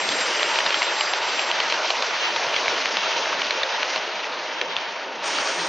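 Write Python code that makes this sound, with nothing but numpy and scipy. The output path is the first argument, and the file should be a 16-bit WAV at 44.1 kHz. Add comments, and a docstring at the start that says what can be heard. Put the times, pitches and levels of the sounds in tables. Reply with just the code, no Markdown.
"""A roar of small metal wheels on rails, close to the microphone: an electric model train is rolling past.
Its axles click over a rail joint, the wooden baseboard booms and thuds beneath them, and the motor
at the front whines faintly. The train draws away; for the last half second it is heard from
another spot on the layout."""
import sys
import numpy as np
from scipy import signal
from scipy.fft import rfft, irfft, next_fast_len
from scipy.io import wavfile

SR = 44100
rng = np.random.default_rng(int(sys.argv[2]) if len(sys.argv) > 2 else 0)


def transcribe(u):
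    """Save the signal u as a 16-bit wav file named by the first command-line argument.

    u: samples, shape (n,) or (channels, n), limited to [-1, 1]; the rate is SR.
    q: integer samples, one column per channel.
    """
    v = np.clip(np.atleast_2d(u).T, -1, 1)
    q = np.round(v * 32767).astype(np.int16)
    wavfile.write(sys.argv[1], SR, q)


N = 250488


def from_db(db):
    return 10 ** (np.asarray(db) / 20)


def unit_rms(x):
    return x / np.sqrt(np.mean(x ** 2) + 1e-20)


def in_time(rows):
    """One curve for each column after time_s, one value a sample."""
    times, *columns = np.transpose(rows)
    return [np.interp(np.arange(N) / SR, times, column) for column in columns]


def at_hz(points, hz):
    """A spectrum read on a log-frequency axis."""
    points_hz, levels_db = np.transpose(points)
    return np.interp(np.log(hz), np.log(points_hz), levels_db)


def drift(per_s):
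    """A slow random wander of RMS 1, changing about per_s times a second."""
    hop, settle = 40, 2000
    pole = np.exp(-2 * np.pi * hop * per_s / SR)
    noise = rng.standard_normal(N // hop + settle + 2)
    slow = signal.lfilter([1], [1, -2 * pole, pole * pole], noise)[settle:]
    return np.interp(np.arange(N) / hop, np.arange(len(slow)), unit_rms(slow))


def ring(x, hz, t60_s):
    """A resonance that passes no deep bass; a unit click sets it ringing at about height 1."""
    radius, angle = from_db(-60 / (t60_s * SR)), 2 * np.pi * hz / SR
    return signal.lfilter([.5, 0, -.5], [1, -2 * radius * np.cos(angle), radius * radius], x + 1e-18)


def soft_ring(x, hz, t60_s):
    """Two resonances in series, so the ringing swells before it dies."""
    return ring(ring(x, hz, t60_s / 2), hz, t60_s)


def rail_grit(per_s, spread_db):
    """Roughness of wheel and rail: dense tiny bumps of uneven size."""
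    sizes = from_db(spread_db * np.minimum(rng.exponential(1, N), 3)) * rng.choice([-1, 1], N)
    return unit_rms(sizes * (rng.random(N) < per_s / SR))


# The motor, fading as it leaves the microphone: time_s, lower_tone_db, upper_tone_db
WHINE_LEVELS = [(0, -47, -34.5), (.15, -40, -37), (.5, -40, -43), (.65, -43, -47.5), (.95, -40.5, -41),
                (1.1, -32, -45), (1.17, -47, -48.5), (1.4, -47, -40.5), (1.6, -57, -61), (1.9, -54, -56),
                (2.2, -62, -65), (2.8, -57, -61), (3, -70, -88)]


def motor_whine(pitches_hz=(4878, 7405), width_hz=24, rough_db=-1, spurt_db=2.5):
    """The motor's two thin tones swell in spurts, each roughened by a narrow band of noise."""
    out, t60_s = 0, np.log(1000) / (np.pi * width_hz)
    for level_db, hz in zip(in_time(WHINE_LEVELS), pitches_hz):
        rough = unit_rms(soft_ring(rng.standard_normal(N), hz, t60_s))
        tone = np.sqrt(2) * np.sin(2 * np.pi * hz * np.arange(N) / SR) + from_db(rough_db) * rough
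        spurts = from_db(spurt_db * drift(per_s=6))
        out = out + from_db(level_db) * unit_rms(spurts * tone)
    return out


# Thuds in the wood under the track: start_s, peak_db, pitch_hz
BOARD_THUDS = [(.088, -43.5, 125), (.428, -54, 150), (.6, -63, 90), (0.656, -48, 150), (.755, -52.5, 115),
               (1.099, -56, 120), (1.2, -55, 120), (1.38, -59, 140), (1.52, -59, 140), (1.68, -56, 145),
               (1.749, -53, 149), (1.885, -60, 75), (2.14, -59, 135), (2.363, -49, 125), (2.466, -45, 130),
               (2.558, -53, 90), (2.672, -47, 105), (2.745, -54, 110), (3.154, -53.5, 110),
               (3.475, -56, 100), (3.612, -55, 90), (3.96, -60, 70), (4.608, -60, 100), (4.76, -52, 110),
               (5.394, -53, 100), (5.621, -55, 130)]


def board_thuds(t60_cycles=9):
    """The baseboard thuds under the heavier axles, swelling softly and dying within a few cycles."""
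    out, click = np.zeros(N + SR), signal.unit_impulse(SR // 4)
    for start_s, peak_db, hz in BOARD_THUDS:
        thud = soft_ring(click, hz, t60_cycles / hz)
        start = round(start_s * SR)
        out[start:start + len(thud)] += from_db(peak_db) * thud / np.abs(thud).max()
    return out[:N]


# The baseboard's boom, swelling and sinking as the wheels move over it: time_s, level_db
BOOM_LEVELS = [(0, -36), (.35, -56), (.45, -40), (.54, -29.5), (.72, -41.5), (.85, -35.5), (1.1, -44.5),
               (1.25, -31), (1.4, -61), (1.6, -37), (1.9, -35), (2.15, -38), (2.4, -40), (2.95, -37),
               (3.2, -35), (3.5, -43), (3.77, -32), (3.9, -52.5), (4.5, -37), (4.9, -41), (5.2, -41),
               (5.68, -40)]


def board_boom(pitch_hz=915, width_hz=80):
    """Rail grit drives one resonance of the baseboard."""
    t60_s = np.log(1000) / (np.pi * width_hz)
    boom = soft_ring(rail_grit(per_s=4000, spread_db=0.88), pitch_hz, t60_s)
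    return from_db(in_time(BOOM_LEVELS)[0]) * unit_rms(boom)


# How near the train is to the microphone, as a gain: time_s, nearness_db
NEARNESS = [(0, 0), (.35, 2), (.75, 0.5), (1.1, 0), (1.7, 0.5), (2.15, -0.5), (2.6, 0.5), (3.2, 0),
            (3.6, -2), (3.92, -1), (4.25, -5.5), (4.6, -5.5), (5.05, -8.5), (5.22, -8.5)]
# Rise and fall of the rumble at the first spot: time_s, gain_db
RUMBLE_SWELL = [(0, 3.5), (.45, -1), (.75, -5), (1.1, -5.5), (1.6, -2.5), (2.2, -3.5), (2.5, 3), (3.4, 1),
                (3.7, -3), (5.2, 4.5)]
# Rumble, roar, rush, hiss and top hiss at the microphone, a row each:
# near_db, nearness_share, opening_db (lift or dip at the start), second_spot_db
BAND_LEVELS = [(-51.5, 0.55, 5.5, -49), (-30, 0.6, -1.8, -30), (-27.5, 0.92, 1, -29),
               (-30.5, 1.07, -3, -31.5), (-71.5, 1.94, 17, -49.5)]


def levels_at_microphone(opening_s=1.57, second_spot_s=5.222, switch_s=0.018):
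    """Band levels in dB follow the train's distance as the opening lift or dip fades, then change spot."""
    t = np.arange(N) / SR
    near_db, share, opening_db, second_spot_db = np.transpose(BAND_LEVELS)[:, :, None]
    opening_fade = np.clip(1 - t / opening_s, 0, 1)
    passing_db = near_db + share * in_time(NEARNESS)[0] + opening_db * opening_fade
    passing_db[0] += in_time(RUMBLE_SWELL)[0]
    moved = np.clip((t - second_spot_s) / switch_s, 0, 1)
    return (1 - moved) * passing_db + moved * second_spot_db


# Colour of the rolling noise before each band is levelled, with a separate thin hiss near 8.5 kHz:
# frequency_hz, density_db
ROLL_SPECTRUM = [(60, -63.5), (100, -56), (160, -22), (230, -16.5), (330, -6), (550, 0.5), (780, 0),
                 (1100, -2), (2950, -7.5), (3550, -10.5), (5970, -11.5), (7060, -17), (7600, -48),
                 (8000, -34.5), (8550, -16)]
# Baseboard resonances that colour the roar: pitch_hz, width_hz, lift_db
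BOARD_MODES = [(622, 50, 4), (915, 70, 2.5), (1452, 70, 1.5)]
# Faint, flickering left-right difference: frequency_hz, side_against_mid_db
SIDE_SPECTRUM = [(100, -11), (300, -49.5), (900, -20.5), (1600, -32), (2000, -18.5), (2900, -10),
                 (3900, -9), (4300, -45), (8000, -28)]
# Edges of rumble, roar, rush, hiss and top hiss: low_hz, high_hz
BAND_EDGES = [(100, 300), (300, 1500), (1500, 4000), (4000, 7200), (7600, 8600)]


def rolling_roar(levels_db, grit_db=-6, treble_flicker_db=1, flicker_db=1.17, lumps_db=3.5,
                 side_flicker_db=6):
    """Wheels on rough rails: noise and grit in flickering half-octave bands, the rumble in lumps."""
    size = next_fast_len(N)
    hz = np.maximum(np.arange(size // 2 + 1) * SR / size, 1)
    contact = rng.standard_normal(N) + from_db(grit_db) * rail_grit(per_s=2500, spread_db=2.4)
    roll_db = at_hz(ROLL_SPECTRUM, hz)
    board_db = sum(db / (1 + (2 * (hz - pitch) / width) ** 2) for pitch, width, db in BOARD_MODES)
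    mid = rfft(contact, size) * from_db(roll_db + board_db)
    side = rfft(rng.standard_normal(N), size) * from_db(roll_db + at_hz(SIDE_SPECTRUM, hz))
    power = [2 * np.sum(np.abs(mid[(hz > low) & (hz < high)]) ** 2) / size ** 2
             for low, high in BAND_EDGES]
    band_gains_db = levels_db - 10 * np.log10(power)[:, None]
    log_middles = np.log(BAND_EDGES).mean(axis=1)
    out, treble_drift = 0, drift(per_s=34.4)
    for centre_hz in 62.5 * 2 ** np.arange(0, 8, .5):
        mask = np.cos(np.pi * np.clip(np.log2(hz / centre_hz), -.5, .5)) ** 2
        # how much this half octave belongs to each of the five broad bands
        shares = [np.interp(np.log(centre_hz), log_middles, band) for band in np.eye(len(BAND_EDGES))]
        rumble, _, rush, hiss, _ = shares
        together_db = treble_flicker_db * (rush + hiss) * treble_drift
        own_db = (flicker_db + lumps_db * rumble) * drift(per_s=9.4)
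        gain = from_db(shares @ band_gains_db + together_db + own_db)
        side_band = from_db(side_flicker_db * drift(per_s=6.9)) * irfft(side * mask, size)[:N]
        out = out + gain * (irfft(mid * mask, size)[:N] + side_band * [[1], [-1]])
    return out


def light_knocks(count=60, per_s=3.9, base_db=-31):
    """Light knocks at random moments, fainter with distance, as rows like those of AXLE_CLICKS."""
    draws = rng.random((count, 2))
    times = 0.0082 + np.cumsum(-np.log(draws[:, 0]) / per_s)
    levels_db = base_db + np.interp(times, *np.transpose(NEARNESS)) + 2.4 * draws[:, 1]
    rings = (1898, 2813.5, 0.5, 9.5, -5.5)   # as wheel_knock takes them
    return [(time_s, db, db - 8, *rings) for time_s, db in zip(times, levels_db) if time_s < N / SR]


# Modes of a metal wheel: pitch_hz, relative_db, t60_s
WHEEL_MODES = [(549, -13, 0.012), (938, -9, 0.01), (1400, -4, 0.004), (1900, -3, 0.003), (2500, -2, 0.003),
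               (3400, -2, 0.004), (4150, -5, 0.006), (5100, -11.5, 0.003), (6100, -13, 0.003)]


def wheel_knock(length, low_hz, high_hz, low_db, t60_ms, modes_db):
    """One touch of wheel on rail rings two pitches of its axle and the modes of the wheel."""
    click = signal.unit_impulse(length)
    knock = ring(click, high_hz, t60_ms / 1000) - from_db(low_db) * ring(click, low_hz, t60_ms / 1000)
    strengths = from_db(rng.normal(0, 2, len(WHEEL_MODES))) * (-1) ** np.arange(len(WHEEL_MODES))
    for strength, (hz, db, t60_s) in zip(strengths, WHEEL_MODES):
        knock += strength * from_db(db + modes_db) * ring(click, hz, t60_s)
    return knock


# Axles crossing the rail joint, as they reach the microphone: time_s, first_wheel_db, second_wheel_db,
# low_ring_hz, high_ring_hz, low_against_high_db, ring_t60_ms, wheel_modes_db
AXLE_CLICKS = [(0.089, -19, -8.5, 1410, 3510, -23, 8.3, -1.5), (0.1235, -13, -27, 1960, 3260, 4, 6.2, -3),
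               (0.396, -11, -28, 2290, 2850, -4, 6.2, -1), (0.4292, -13, -5, 1210, 2280, 5, 3.1, 3.5),
               (0.442, -14, -17, 1500, 2280, -2, 6, 1), (0.521, -33, -16, 860, 2010, 15, 35, -4),
               (0.5583, -14, -15, 2020, 2450, 6, 9.1, 5), (0.5888, -5.5, -25, 1010, 2960, -6, 6.9, -4),
               (0.6055, -12, -23, 1920, 3020, 6, 8, 0), (0.6634, -6.5, -5.5, 1540, 3840, -1, 5.8, -24),
               (0.706, -7.5, -19, 2300, 2640, 3, 3.7, -1), (0.7435, -5.5, -27, 1460, 3140, -0.5, 24, -2),
               (0.8185, -15, -5.5, 970, 2170, -13, 8.7, -0.5), (0.8295, -7.5, -16, 1860, 2800, 3, 6, 12),
               (0.8666, -15, -13.5, 2000, 2690, -1, 5.5, -2),
               (1.0086, -10.5, -7.5, 1090, 2994, -10, 11, 4.5),
               (1.1351, -23, -7, 2310, 2800, -7.5, 4.8, 10), (1.3937, -9, -15, 1530, 2850, -7, 4.7, -1),
               (1.5148, -5.5, -16, 2170, 2980, -33, 3.1, -12),
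               (1.6028, -6.5, -8.5, 1850, 2980, -8, 3.2, -0.5), (1.6996, -13, -12, 2085, 2830, -6, 2.7, 5),
               (1.723, -21, -5, 2200, 2620, -6, 4.3, -1), (1.847, -16, -28, 930, 2750, 4, 4, 3),
               (1.9048, -6, -12, 1310, 2980, -8, 4.8, 1), (2.0234, -16, -8.5, 1150, 3610, -11, 6.2, 1.5),
               (2.3625, -8, -15, 1320, 2770, 7, 4.1, 7), (2.543, -16, -12.5, 900, 2590, -6.5, 9.3, -1),
               (2.5637, -9.5, -10, 2000, 3260, -7, 6.6, -5.5), (2.659, -12, -20, 904, 2360, -2, 5.4, -2),
               (2.6799, -15, -5, 2150, 2610, 2, 5.5, 1), (2.8564, -15, -5, 1400, 3000, -0.5, 5.6, -3),
               (2.9705, -7.5, -19, 900, 2580, -4, 8.5, 9), (3.257, -17, -23, 1650, 2650, 12, 9.6, -13),
               (3.3285, -15, -15, 1200, 2900, 11, 9.8, -13), (3.418, -9.5, -10.5, 980, 3040, -8, 6.8, 4),
               (3.508, -6, -8, 1800, 2360, -3, 4.3, 4), (3.6326, -11, -8.5, 1900, 3740, -6, 10.5, -0.5),
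               (3.8293, -24, -5.5, 1500, 2980, 0, 10, 2), (3.961, -8.5, -17, 1450, 2780, -17, 3.5, -3),
               (4.242, -29, -18, 1960, 2700, 2, 9, -9), (4.6141, -5, -7, 1470, 2370, 1, 5.4, 0.5),
               (4.766, -8, -19, 2700, 3460, -4, 7.1, -6.5), (4.7863, -19, -25, 1770, 2750, 3, 5.5, 4.5),
               (5.285, -29, -20, 1860, 4580, -8.5, 6.1, -7), (5.385, -12.5, -11, 1440, 4500, 4, 13, -16),
               (5.4285, -21, -20, 1900, 2700, -2, 6.4, -3), (5.473, -23, -17, 930, 4430, -12, 5.5, -4)]


def joint_clicks(lag_ms=1.7, lag_spread_ms=0.15, rattle_db=-14, rattle_ms=2.8, touches_per_s=2500):
    """Both wheels of an axle drop across the gap, a moment apart, amid a short rattle."""
    out, length, first = np.zeros(N), 2600, 150   # length and first touch in samples
    # light, rounded flanges: no sharp edge, no thump
    soften = np.vstack([signal.butter(8, 6300, fs=SR, output="sos"),
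                        signal.butter(2, 200, "high", fs=SR, output="sos")])
    for time_s, first_db, second_db, *rings in AXLE_CLICKS + light_knocks():
        second = first + round((lag_ms + lag_spread_ms * rng.uniform(-0.66, 1)) * SR / 1000)
        rattle = rng.standard_normal(length) * (rng.random(length) < touches_per_s / SR)
        fade = np.exp(-np.abs(np.arange(length) - second) / (rattle_ms * SR / 1000))
        touches = from_db(max(first_db, second_db) + rattle_db) * rattle * fade
        touches[[first, second]] = from_db([first_db, second_db])
        knock = signal.sosfilt(soften, wheel_knock(length, *rings))
        clatter = signal.fftconvolve(touches, knock / np.abs(knock).max())[:length]
        start = round(time_s * SR) - first - np.abs(knock).argmax()   # first wheel peaks at time_s
        out[start:start + length] += clatter[:N - start]
    return out


def scene():
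    """The train from beside the track, nearly central."""
    roar = rolling_roar(levels_at_microphone())
    whine = motor_whine()
    clicks = joint_clicks()
    return roar + board_boom() + board_thuds() + clicks + whine


def record(dry):
    """The small microphone loses the deep bass; the top is cut steeply."""
    thin = signal.sosfilt(signal.butter(2, 50, "high", fs=SR, output="sos"), dry)
    return signal.sosfilt(signal.ellip(12, .5, 70, 8650, fs=SR, output="sos"), thin)


dry = scene()
out = record(dry)
transcribe(out)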